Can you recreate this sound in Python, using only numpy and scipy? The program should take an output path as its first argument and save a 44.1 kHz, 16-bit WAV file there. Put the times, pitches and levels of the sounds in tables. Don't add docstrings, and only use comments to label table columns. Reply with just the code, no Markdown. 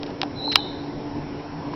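import sys
import numpy as np
from scipy import signal
from scipy.io import wavfile
from scipy.ndimage import uniform_filter1d

SR = 44100
rng = np.random.default_rng(int(sys.argv[2]) if len(sys.argv) > 2 else 0)


def to_wav(sig):
    pcm = np.clip(np.atleast_2d(sig), -1, 1) * 32767
    pcm = np.round(pcm).astype(np.int16)
    wavfile.write(sys.argv[1], SR, pcm.T)


N = 77175
TIME = np.arange(N) / SR


def amp(db):
    return 10 ** (np.asarray(db) / 20)


def unit_rms(x):
    return x / np.sqrt(np.mean(abs(x) ** 2) + 1e-20)


def drift(width_hz):
    real, imag = rng.standard_normal((2, N))
    rolloff = np.exp(-.5 * (np.fft.fftfreq(N, 1 / SR) / width_hz) ** 2)
    return unit_rms(np.fft.ifft((real + 1j * imag) * rolloff))


def ring(start, hz, t60, attack_s):
    t = np.maximum(TIME - start, 0)
    attack = 1 - np.exp(-(t / attack_s) ** 2)
    return attack * np.exp(-np.log(1000) * t / t60) * np.sin(2 * np.pi * hz * t)


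def swell(peak_s, half_width_s):
    return np.exp(-((TIME - peak_s) / half_width_s) ** 2)


def glide(points):
    times, hz, db = np.transpose(points)
    gate = (TIME > times[0]) * (TIME < times[-1])
    return np.interp(TIME, times, hz), amp(np.interp(TIME, times, db)) * gate


def lowpass(x, hz):
    return signal.oaconvolve(x, signal.firwin(255, hz, window=("kaiser", 9), fs=SR), "same")


# f/Hz, relative level/dB, t60/s
CASE_MODES = [(634, -23, 0.022), (990, -8.5, .017), (1321, -4.5, 0.011), (1880, -10.5, 0.013),
              (2296, -6, .012), (2866, -3, 0.014), (3155, -6, 0.016), (3873, -0.5, 0.011),
              (4330, -2.5, 0.01), (5114, -5, 0.012), (5896, -8, 0.0072)]
# t/s, level/dB, low-mode gain/dB, tilt/(dB per octave), decay multiplier
CLICK_CUES = [(.0312, -18, 2, 3, 0.64), (.0633, -33.5, -16, 1.5, 1.3), (.1035, -37, -13, 0, 1.2),
              (.2150, -7.5, -6.5, -0.5, 0.74), (0.2312, -8, 1, -3, 0.44), (.5180, -26, -18, 15, 0.6),
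              (.5212, -19, -16, 3.5, 1.1), (.5250, -21.5, -13, -3, 1), (.5273, -20.5, -15, 0.5, 0.95),
              (0.5561, 3.5, -1, 0.5, 1.007), (.5765, -35, 10, 7, 1.2)]
CLICK_ATTACK_S, LAG_CYCLES, LOW_MODES_HZ, TILT_PIVOT_HZ = 0.00067, 1.1, 1500, 3000


def clicks():
    out = np.zeros(N)
    for start, level_db, low_db, tilt_db, decay_scale in CLICK_CUES:
        for hz, mode_db, t60 in CASE_MODES:
            eq_db = low_db * (hz < LOW_MODES_HZ) + tilt_db * np.log2(hz / TILT_PIVOT_HZ)
            mode = ring(start + LAG_CYCLES / hz, hz, t60 * decay_scale, CLICK_ATTACK_S)
            out += amp(level_db + mode_db + eq_db) * mode
    return out


def spring():
    return amp(-40) * ring(start=.558, hz=3036, t60=0.67, attack_s=CLICK_ATTACK_S)


# t/s, level/dB, f/Hz, t60/s
KNOCK_CUES = [(.2312, -10.5, 786, 0.019), (.2360, -17.5, 628, 0.011), (.4775, -20, 886, 0.038),
              (1.1162, -26, 870, 0.009), (1.4518, -23.5, 527, 0.011), (1.7358, -19.5, 980, 0.018)]


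def knocks():
    return sum(amp(db) * ring(start, hz, t60, attack_s=0.00055) for start, db, hz, t60 in KNOCK_CUES)


# peak t/s, half-width/s, level/dB
RUB_CUES = [(.075, 0.033, -52), (0.233, 0.0074, -41.5), (0.526, 0.0082, -26), (0.561, .008, -27),
            (1.74, 0.027, -48)]
RUB_BAND_HZ = (830, 4500)


def rubs():
    grains = rng.standard_normal(N) * amp(4 * drift(width_hz=150).real)
    bandpass = signal.butter(2, RUB_BAND_HZ, "band", fs=SR, output="sos")
    hiss = unit_rms(signal.sosfilt(bandpass, grains))
    return hiss * sum(amp(db) * swell(peak, half_width) for peak, half_width, db in RUB_CUES)


# t/s, f/Hz, level/dB
SQUEAK_CONTOUR = [(.560, 607, -33.5), (.569, 693, -45.5), (.580, 800, -33), (.592, 840, -25.5),
                  (.600, 854, -38), (.607, 890, -60)]
# harmonic number, relative level/dB
SQUEAK_HARMONICS = [(1, 0), (2, -14), (3, -19)]


def squeak():
    hz, gain = glide(SQUEAK_CONTOUR)
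    phase = 2 * np.pi * np.cumsum(hz) / SR
    return gain * sum(amp(db) * np.sin(harmonic * phase) for harmonic, db in SQUEAK_HARMONICS)


# t/s, f/Hz, level before the dry/wet mix/dB
WHISTLE_CONTOUR = [(.350, 4080, -51.5), (.367, 4035, -39.5), (.395, 3975, -33), (.420, 3900, -31),
                   (.450, 4074, -27.5), (.478, 4112, -28), (.516, 4060, -23.5), (.542, 3860, -31),
                   (.575, 3733, -35.5), (.602, 3670, -34), (.635, 3510, -45.5)]
WAVER_RMS_HZ, WHISTLE_DRY_DB, WHISTLE_WET_DB = 75, -4.5, -4


def whistle():
    hz, gain = glide(WHISTLE_CONTOUR)
    waver = unit_rms(np.tanh(2 * drift(width_hz=110).real))
    phase = 2 * np.pi * np.cumsum(hz + WAVER_RMS_HZ * waver) / SR
    note = gain * np.sqrt(2) * np.sin(phase)
    return amp(WHISTLE_DRY_DB) * note + amp(WHISTLE_WET_DB) * hall(note)


def hall(x, t60=0.71, build_s=0.0074):
    envelope = (1 - np.exp(-TIME / build_s)) * np.exp(-np.log(1000) * TIME / t60)
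    tail = rng.standard_normal(N) * envelope
    return signal.fftconvolve(x, tail / np.linalg.norm(tail))[:N]


# f/Hz, relative level/dB
AIR_EQ = [(15, -6), (32, -8.5), (50, -8), (100, 1.5), (210, -2), (262, 3.5), (318, -2), (365, 4),
          (405, -5.5), (470, -3), (540, -5.5), (700, -5), (1030, -7.5), (1220, -17.5), (1700, -16.5),
          (2900, -23.5), (3800, -26.5), (5200, -26.5), (5600, -31.5)]
AIR_DB, AIR_PATCH_DB = -34.5, 2


def air():
    frames = dict(nperseg=2048, noverlap=1536)
    hz, _, spectrum = signal.stft(rng.standard_normal(N), SR, **frames)
    patches = uniform_filter1d(rng.standard_normal(spectrum.shape), size=16, axis=0)
    patches = unit_rms(uniform_filter1d(patches, size=8, axis=1))
    eq_hz, eq_db = np.transpose(AIR_EQ)
    colour_db = np.interp(np.log(hz + 1), np.log(eq_hz), eq_db)[:, None]
    _, rush = signal.istft(spectrum * amp(colour_db + AIR_PATCH_DB * patches), **frames)
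    return amp(AIR_DB) * unit_rms(rush[:N])


# f/Hz, level before the fader/dB, flutter amount (0-1), flutter width/Hz
FAN_TONES = [(145.1, -46, .8, 11), (289.6, -36, 0.58, 15), (436, -47, 0.7, 7.7), (685, -57.5, 0.58, 6.9),
             (867, -54, 0.7, 6.9), (1524, -66.5, .6, 8.4)]
# t/s, level/dB
FAN_FADER = [(0, -2.5), (.2, -6.5), (0.269, 1.5), (.35, -6.5), (.47, 0.5), (0.632, 1.5), (.72, 2.5),
             (0.861, 2.5), (.93, -6), (.99, 1.5), (1.09, -1), (1.19, 3), (1.32, -1.5), (1.40, 4),
             (1.511, -3.5), (1.651, 3), (1.75, 2)]


def fan():
    hum = np.zeros(N)
    for hz, db, flutter, width_hz in FAN_TONES:
        modulator = np.sqrt(1 - flutter ** 2) + flutter * drift(width_hz)
        carrier = np.exp(2j * np.pi * (hz * TIME + rng.random()))
        hum += amp(db) * unit_rms((modulator * carrier).real)
    return hum * amp(np.interp(TIME, *np.transpose(FAN_FADER)))


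# peak t/s, half-width/s, f/Hz, level/dB
DRONE_CUE = (1.58, .05, 159, -33)


def drone():
    peak, half_width, hz, db = DRONE_CUE
    return amp(db) * swell(peak, half_width) * np.sin(2 * np.pi * hz * TIME)


# f/Hz, level/dB
WHINE_TONES = [(5362, -59), (5663, -64)]


def whine():
    return sum(amp(db) * unit_rms(np.sin(2 * np.pi * hz * TIME)) for hz, db in WHINE_TONES)


def scene():
    handling = clicks() + spring() + knocks() + rubs() + squeak()
    return (handling + whistle() + air() + fan() + drone() + whine())[None]


def record(dry):
    narrow = lowpass(dry[0], hz=5815)
    clipped = np.clip(narrow, -1, 1)
    return lowpass(clipped, hz=16500)[None]


dry = scene()
out = record(dry)
to_wav(out)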